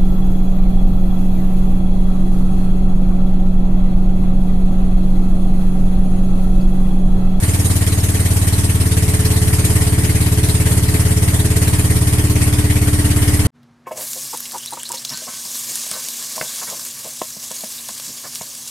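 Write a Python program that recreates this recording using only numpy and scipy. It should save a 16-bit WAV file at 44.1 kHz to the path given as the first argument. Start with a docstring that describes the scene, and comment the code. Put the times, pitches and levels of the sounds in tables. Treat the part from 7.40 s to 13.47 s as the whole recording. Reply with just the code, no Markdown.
"""Aboard an outrigger boat on open water, its single-cylinder four-stroke engine chugs close to the microphones.
Easing the throttle twice slows it a little: firing pulses boom through pipe resonances and jolt hull and deck
into ringing and droning, while shaped noise bursts make each bark, spit, rasp of gas and clatter of metal.
Filtered noise washes along the hull and puffs as a light headwind; two microphone ports colour the treble."""
import sys
import numpy as np
from scipy import signal
from scipy.fft import rfft, irfft, next_fast_len
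from scipy.io import wavfile
from scipy.ndimage import uniform_filter1d, map_coordinates

SR = 44100
rng = np.random.default_rng(int(sys.argv[2]) if len(sys.argv) > 2 else 0)


def int16_out(signal):
    """Quantize to a 16-bit WAV file."""
    q = np.round(np.clip(np.atleast_2d(signal).T, -1, 1) * 32767)
    wavfile.write(sys.argv[1], SR, q.astype(np.int16))


N = 267687  # samples

# ringing of the engine block and covers: (centre [Hz], width [Hz], lift [dB])
BLOCK_MODES = [(660, 70, 2), (920, 290, 4.5), (1340, 90, 2), (1900, 300, 4), (2170, 130, 3),
               (3080, 160, 3.5), (4460, 130, 4)]
DECK_DELAY_S = 0.00853  # from the firing to the jolt of the deck


def amp(db):
    """Decibels to gain."""
    return 10 ** (np.asarray(db) / 20)


def unit(x):
    """x at rms 1."""
    return x / np.sqrt(np.mean(x ** 2) + 1e-20)


def along(points, hz):
    """Points of (frequency [Hz], value), read on a log frequency axis."""
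    f, v = np.transpose(points)
    return np.interp(np.log(hz + 1), np.log(f + 1), v)


def curve(points):
    """Points of (time [s], value), read at every sample."""
    return np.interp(np.arange(N) / SR, *np.transpose(points))


def wobble(rate):
    """A smooth random curve with this many knots a second."""
    knots = rng.standard_normal(int(N * rate / SR) + 4)
    return map_coordinates(knots, [np.arange(N) * rate / SR])


def bell(hz, centre, width):
    """The shape of one resonance, 1 at its centre."""
    return 1 / (1 + (2 * (hz - centre) / width) ** 2)


def bumps(peaks, hz):
    """Gain of a flat response that resonances lift by so many dB."""
    return amp(sum(db * bell(hz, centre, width) for centre, width, db in peaks))


def resonances(peaks, hz):
    """Gain of a body that passes only its resonances."""
    return sum(amp(db) * bell(hz, centre, width) for centre, width, db in peaks)


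def filtered(x, response):
    """x passed through a complex response of frequency."""
    m = 2 * next_fast_len(N // 2 + SR // 4)
    return irfft(rfft(x, m) * response(np.fft.rfftfreq(m, 1 / SR)), m)[..., :N]


def causal(gain):
    """The minimum-phase response with this gain, which rings only after it is struck."""
    cepstrum = irfft(np.log(gain + 1e-6))
    half = len(cepstrum) // 2
    folded = np.r_[cepstrum[0], 2 * cepstrum[1:half], np.zeros(half)]
    return np.exp(rfft(folded))


def noise(colour):
    """Stereo noise of rms 1, partly alike in the low mids and unrelated at the top of the treble."""
    # likeness of the two microphones: (frequency [Hz], coherence [0-1])
    likeness = [(60, 0.046), (300, 0.46), (630, 0.34), (1370, 0.21), (3000, 0.12), (14000, 0)]
    turn = lambda hz: np.arccos(np.clip(along(likeness, hz), -1, 1)) / 2
    shares = lambda hz: colour(hz) * [np.cos(turn(hz)), np.sin(turn(hz))]
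    mid, side = filtered(rng.standard_normal((2, N)), shares)
    return unit(np.array([mid + side, mid - side]))


def patchy(x, depth_db):
    """Random patches over time and frequency make the noise's colour uneven."""
    spectrum = signal.stft(x, nperseg=512)[2]
    field = rng.standard_normal(spectrum.shape[1:])
    for axis in (0, 1):  # patches spread over frequency, then over time
        field = uniform_filter1d(field, size=6, axis=axis)
    coloured = spectrum * amp(depth_db * unit(field))
    return unit(signal.istft(coloured, nperseg=512)[1][:, :N])


def slowing():
    """Firings per second lost so far: after each easing the flywheel runs down towards its new speed."""
    # easings of the throttle: (time [s], speed lost [firings/s], settling time [s])
    easings = [(1.169, .4903, .5355), (4.409, .5105, .893)]
    t = np.arange(N) / SR
    return sum(lost * (1 - np.exp(-np.maximum(t - s, 0) / settle)) for s, lost, settle in easings)


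def firings(rate):
    """Engine cycles done, and the samples at which the exhaust valve opens, once in two turns of the crank."""
    first_firing_s = .0244
    cycle = np.cumsum(rate) / SR
    cycle = cycle - np.interp(first_firing_s * SR, np.arange(N), cycle)
    return cycle, np.searchsorted(cycle, np.arange(int(cycle[-1]) + 1))


def later(at, delay):
    """The firing samples, so many seconds later."""
    return np.maximum(at + int(round(delay * SR)), 0)


def pulses(at, scatter_db):
    """One impulse a firing, each of its own size."""
    return np.bincount(at, amp(scatter_db * rng.standard_normal(len(at))), N)[:N]


def bursts(at, rise, decay, rest, scatter_db):
    """An envelope of rms 1 that jumps at each firing and sinks back to a resting share."""
    t = np.arange(SR // 6) / SR
    shape = (1 - np.exp(-t / rise)) * np.exp(-t / decay)
    return unit(rest + signal.fftconvolve(pulses(at, scatter_db), shape)[:N])


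def cracks(column):
    """The extra jump and decay of the hard firings, for one column of their levels."""
    # firings that crack harder than the rest: (time [s], relative hiss level [dB], relative rattle level [dB])
    hard_firings = [(1.403, -17, -22), (1.569, -9, -25), (1.848, -4, -23), (2.129, -3, -15),
                    (2.246, -1, -3), (2.354, -13, -4), (2.645, -7, 0), (2.81, -9, -9), (3.03, -4, -3),
                    (3.26, -12, 1), (3.538, -7, -2), (4.159, -8, -9), (4.216, -12, -2), (4.33, -14, -15),
                    (5.016, -12, -2), (5.818, -18, -7)]
    rise_s, decay_s = .002, 0.039
    since = lambda s: np.maximum(np.arange(N) / SR - s, 0)
    shape = lambda t: (1 - np.exp(-t / rise_s)) * np.exp(-t / decay_s)
    return sum(amp(row[column]) * shape(since(row[0])) for row in hard_firings)


def jolts(at, delay):
    """Blows that reach a panel after each firing, a little uneven in strength and timing."""
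    jitter_s = .00007
    slip = np.round(jitter_s * SR * rng.standard_normal(len(at))).astype(int)
    return pulses(later(at + slip, delay), scatter_db=1.0)


def panel(blows, hz, rise, decay):
    """A wooden panel swells and dies away at its own pitch after each blow; rms 1."""
    t = np.arange(SR // 3) / SR
    ring = np.sin(2 * np.pi * hz * t) * (1 - np.exp(-t / rise)) ** 2 * np.exp(-t / decay)
    return unit(signal.fftconvolve(blows, ring)[:N])


def wind():
    """A light headwind puffs as low rumble, gusting at each microphone port on its own."""
    gusts = amp(4 * np.array([wobble(6), wobble(7)]))
    return amp(-46) * unit(gusts * noise(lambda hz: bell(hz, 32, 40)))


def water():
    """The wash along the hull is coloured noise whose level flutters by a few dB."""
    # colour of the wash: (frequency [Hz], relative level [dB])
    wash = [(15, -19), (40, 3), (65, 4), (100, 10), (200, 4), (400, -6), (1000, -8.5), (3500, -27.5),
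            (9000, -13), (15000, -25)]
    swell_db = 2.2 * wobble(20)
    return amp(-28.5 + swell_db) * noise(lambda hz: amp(along(wash, hz)))


def deck_rings(at):
    """Each slap also sets the deck's faint upper modes humming."""
    # upper rings of the deck: (centre [Hz], width [Hz], relative level [dB])
    rings = [(546, 14, -6), (568, 10, -6), (636, 8, -1.5), (656, 8, -2), (693, 12, -3.5), (782, 12, -4.5),
             (832, 12, -5.5), (938, 16, -6), (1114, 30, -9)]
    hum = filtered(jolts(at, DECK_DELAY_S), lambda hz: causal(resonances(rings, hz)))
    return amp(-43) * unit(hum)


def deck(cycle, at):
    """A loose board is slapped once a cycle and drones at a multiple of the firing rate, swelling or faltering."""
    # the deck's drone, which comes up after the first easing: (time [s], level [dB])
    drone_level = [(0, -48), (1.3, -53), (1.55, -37.5), (1.85, -35), (2.7, -36.5), (4.3, -36),
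                   (6.07, -34.5)]
    # firings after which slap and drone swell or falter: (time [s], change [dB])
    surges = [(.355, -3), (.74, 5), (1.015, -6), (1.85, 2.5), (2.245, -2), (2.805, -4), (2.865, -4),
              (2.975, 3), (3.37, -7), (3.54, 4), (3.595, -8), (3.88, -12), (4.16, 1), (4.33, -7),
              (4.445, -6), (4.675, -4), (5.015, -14), (5.53, -5), (5.705, -4)]
    surge_delay_s, surge_width_s = 0.015, 0.032
    slap_hz, drone_order = 428.8, 24  # the order counts drone periods per firing
    t = np.arange(N) / SR
    slap = amp(-38.5) * panel(jolts(at, DECK_DELAY_S), slap_hz, rise=0.0048, decay=0.0098)
    waver = .2 * wobble(16)  # radians
    swell_db = .5 * wobble(18)
    drone = unit(np.sin(2 * np.pi * (drone_order * cycle - slap_hz * DECK_DELAY_S) + waver))
    surge_db = sum(db * np.exp(-((t - s - surge_delay_s) / surge_width_s) ** 2) for s, db in surges)
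    return amp(surge_db + swell_db) * (slap + amp(curve(drone_level)) * drone)


def hull(at, level_db):
    """Each firing jolts the planks one way and then the other; they ring over one lingering drone."""
    # resonances of the planks: (centre [Hz], width [Hz], relative level [dB])
    plank_modes = [(242, 4.7, -45), (270.8, 16, -35.5), (283.7, 25.6, -36), (315.4, 23, -34.5),
                   (338.8, 12, -38), (365, 11, -41.5), (392, 11.6, -48)]
    # the lingering drone, which grows as the engine slows: (time [s], level [dB])
    drone_level = [(0, -34), (1.3, -33.5), (2.5, -31.5), (4.5, -31), (5.2, -29), (6.07, -26.5)]
    delay_s, rebound_s, rebound_share = 0.00691, .0245, .9
    blows = jolts(at, delay_s) - rebound_share * jolts(at, delay_s + rebound_s)
    planks = unit(filtered(blows, lambda hz: causal(resonances(plank_modes, hz))))
    drone = panel(blows, hz=295.03, rise=0.0046, decay=0.042)
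    return amp(level_db) * planks + amp(curve(drone_level)) * drone


def knock(at, level_db, decay):
    """Every firing strikes the same dense modes of block and mounts, so their ring repeats cycle by cycle."""
    # colour of the modes before the block lifts it: (frequency [Hz], relative level [dB])
    mode_colour = [(60, -16), (230, -10), (350, -5), (500, 2), (650, 4.5), (1000, 4), (1400, 0.5),
                   (2200, -1), (3200, -4), (4500, -31), (9000, -42)]
    t = np.arange(SR // 8) / SR
    modes = noise(lambda hz: amp(along(mode_colour, hz)) * bumps(BLOCK_MODES, hz))[:, :len(t)]
    ring = modes * (1 - np.exp(-t / 0.0027)) * np.exp(-t / decay)
    struck = signal.fftconvolve(pulses(at, scatter_db=1.5)[None], ring, axes=1)[:, :N]
    return amp(level_db) * unit(struck)


def clatter(at, level_db):
    """Loose valve gear and covers rattle in a dense burst after each firing, more after a hard one."""
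    # colour of the metal before the block lifts it: (frequency [Hz], relative level [dB])
    metal_colour = [(100, -54), (230, 0), (300, 8.5), (420, 1), (510, -9.5), (650, -4.5), (800, -10),
                    (1400, -7.5), (2500, -2), (3600, -8), (6000, -8.5), (10000, -15), (15000, -17.5)]
    metal = noise(lambda hz: amp(along(metal_colour, hz)) * bumps(BLOCK_MODES, hz))
    metal = patchy(metal, depth_db=2.8)
    envelope = bursts(at, rise=.012, decay=.0145, rest=.22, scatter_db=.6)
    return metal * (amp(level_db) * envelope + amp(-34) * cracks(column=2))


def rasp(at, level_db):
    """Gas tears out of the pipe in a bright blow, now and then with a harder crack."""
    # colour of the gas: (frequency [Hz], relative level [dB])
    gas_colour = [(500, -31), (2000, -7), (4000, 2), (7000, 2), (10000, 1.5), (12000, -4), (14500, -9.5)]
    blow_delay_s = 0.005  # after the valve opens
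    blow = bursts(later(at, blow_delay_s), rise=.0045, decay=.02, rest=.15, scatter_db=.8)
    gas = patchy(noise(lambda hz: amp(along(gas_colour, hz))), depth_db=3.8)
    return gas * (amp(level_db) * blow + amp(-30.5) * cracks(column=1))


def spit(at):
    """The exhaust valve cracks open with a short, bright spit."""
    # colour of the spit: (frequency [Hz], relative level [dB])
    spit_colour = [(2000, -5), (5000, -3), (8000, -5), (11000, -4.5), (14500, -11)]
    envelope = bursts(later(at, .0012), rise=.0012, decay=.0016, rest=0, scatter_db=1.6)
    return amp(-42.5) * envelope * noise(lambda hz: amp(along(spit_colour, hz)))


def chuff(at):
    """Combustion barks through the cylinder wall in a short, firm puff at each firing."""
    # colour of the bark: (frequency [Hz], relative level [dB])
    bark_colour = [(200, -31), (400, 2), (510, 2), (640, 1.5), (900, -6.5), (1400, -7), (2200, -14),
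                   (4000, -20)]
    lead_s = 0.0039  # the bark starts just before the valve opens
    envelope = bursts(later(at, -lead_s), rise=0.016, decay=0.0067, rest=0.047, scatter_db=4.0)
    return amp(-40) * envelope * noise(lambda hz: amp(along(bark_colour, hz)))


def chamber(hz, centre_hz, width):
    """A silencer chamber passes every pitch but holds back those near its own, which rounds the thump."""
    pole = centre_hz ** 2 - hz ** 2 + 1j * hz * width
    return pole.conj() / pole


def exhaust(cycle, at, boom_db):
    """Gas pulses and their turbulence boom in the pipe; the crank shakes the boat once a turn."""
    # resonances of the exhaust pipe: (centre [Hz], width [Hz], relative level [dB])
    pipe_modes = [(78.3, 11.7, -11.5), (92.7, 10, -14), (95.3, 42, -33), (108.9, 13.4, -20),
                  (123.13, 6.4, -18), (160.6, 13.3, -23), (177.4, 8.2, -26), (204.6, 18.8, -24)]
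    boom_lead_s, shake_db = 0.00052, -13  # lead on the valve opening; shake relative to the boom
    gusts = bursts(at, rise=0.0028, decay=0.0075, rest=0.53, scatter_db=2.5)
    turbulence = noise(lambda hz: np.ones_like(hz)) * gusts
    drive = unit(pulses(later(at, -boom_lead_s), scatter_db=0.27))
    body = lambda hz: causal(resonances(pipe_modes, hz) / np.hypot(1, (hz / 900) ** 2))
    pipe = lambda hz: chamber(hz, centre_hz=227.0, width=52) * body(hz)
    muffler = lambda hz: 1 / (1 + (hz / 235) ** 8)
    boom = unit(filtered(drive + 0.045 * turbulence, lambda hz: pipe(hz) * muffler(hz)))
    shake = np.cos(2 * np.pi * 2 * cycle)  # two crank turns a cycle
    return amp(boom_db) * (boom + amp(shake_db) * shake)


def lugging(boom, lost):
    """The slower the engine turns, the stronger the deepest part of its thump."""
    deep = filtered(boom, lambda hz: bell(hz, centre=69, width=23))
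    deep_db = -2.5 + 5 * lost
    return boom + (amp(deep_db) - 1) * deep


def scene():
    """Engine speed sets the rhythm and the balance of voices: slower is heavier, with less rasp."""
    cruise_hz = 18.19  # firings per second at the start
    lost = slowing()
    cycle, at = firings(cruise_hz - lost)
    # levels: dB at cruising speed, plus dB for each firing per second lost
    surroundings = water() + wind()
    boat = deck_rings(at) + deck(cycle, at) + hull(at, -33.5 + 0.5 * lost)
    block = knock(at, -41 + 3.5 * lost, decay=0.059) + clatter(at, -31.5 + 3.5 * lost)
    gas = rasp(at, -30.5 - 1.7 * lost) + spit(at)
    chug = chuff(at) + lugging(exhaust(cycle, at, -14.5 + 1.5 * lost), lost)
    return surroundings + boat + block + gas + chug


def record(dry):
    """Sound reaches the left port first; each port rings in the treble; peaks are rounded, then the top is cut."""
    # resonances of the two microphone ports: (centre [Hz], width [Hz], lift [dB])
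    left_port = [(1810, 540, 5), (11370, 3630, 12)]
    right_port = [(8910, 2000, 11.94), (8870, 280, 1.9), (12600, 2500, 2.4)]
    lead_s, ceiling, top_hz = .00011, .9, 14350  # ceiling of the rounding, as a share of full scale
    lead = lambda hz: np.exp(2j * np.pi * hz * lead_s)
    response = lambda hz: np.array([bumps(left_port, hz) * lead(hz), bumps(right_port, hz)])
    ports = filtered(dry, response)
    rounded = ports / (1 + np.abs(ports / ceiling) ** 20) ** (1 / 20)
    return filtered(rounded, lambda hz: hz < top_hz)


dry = scene()
out = record(dry)
int16_out(out)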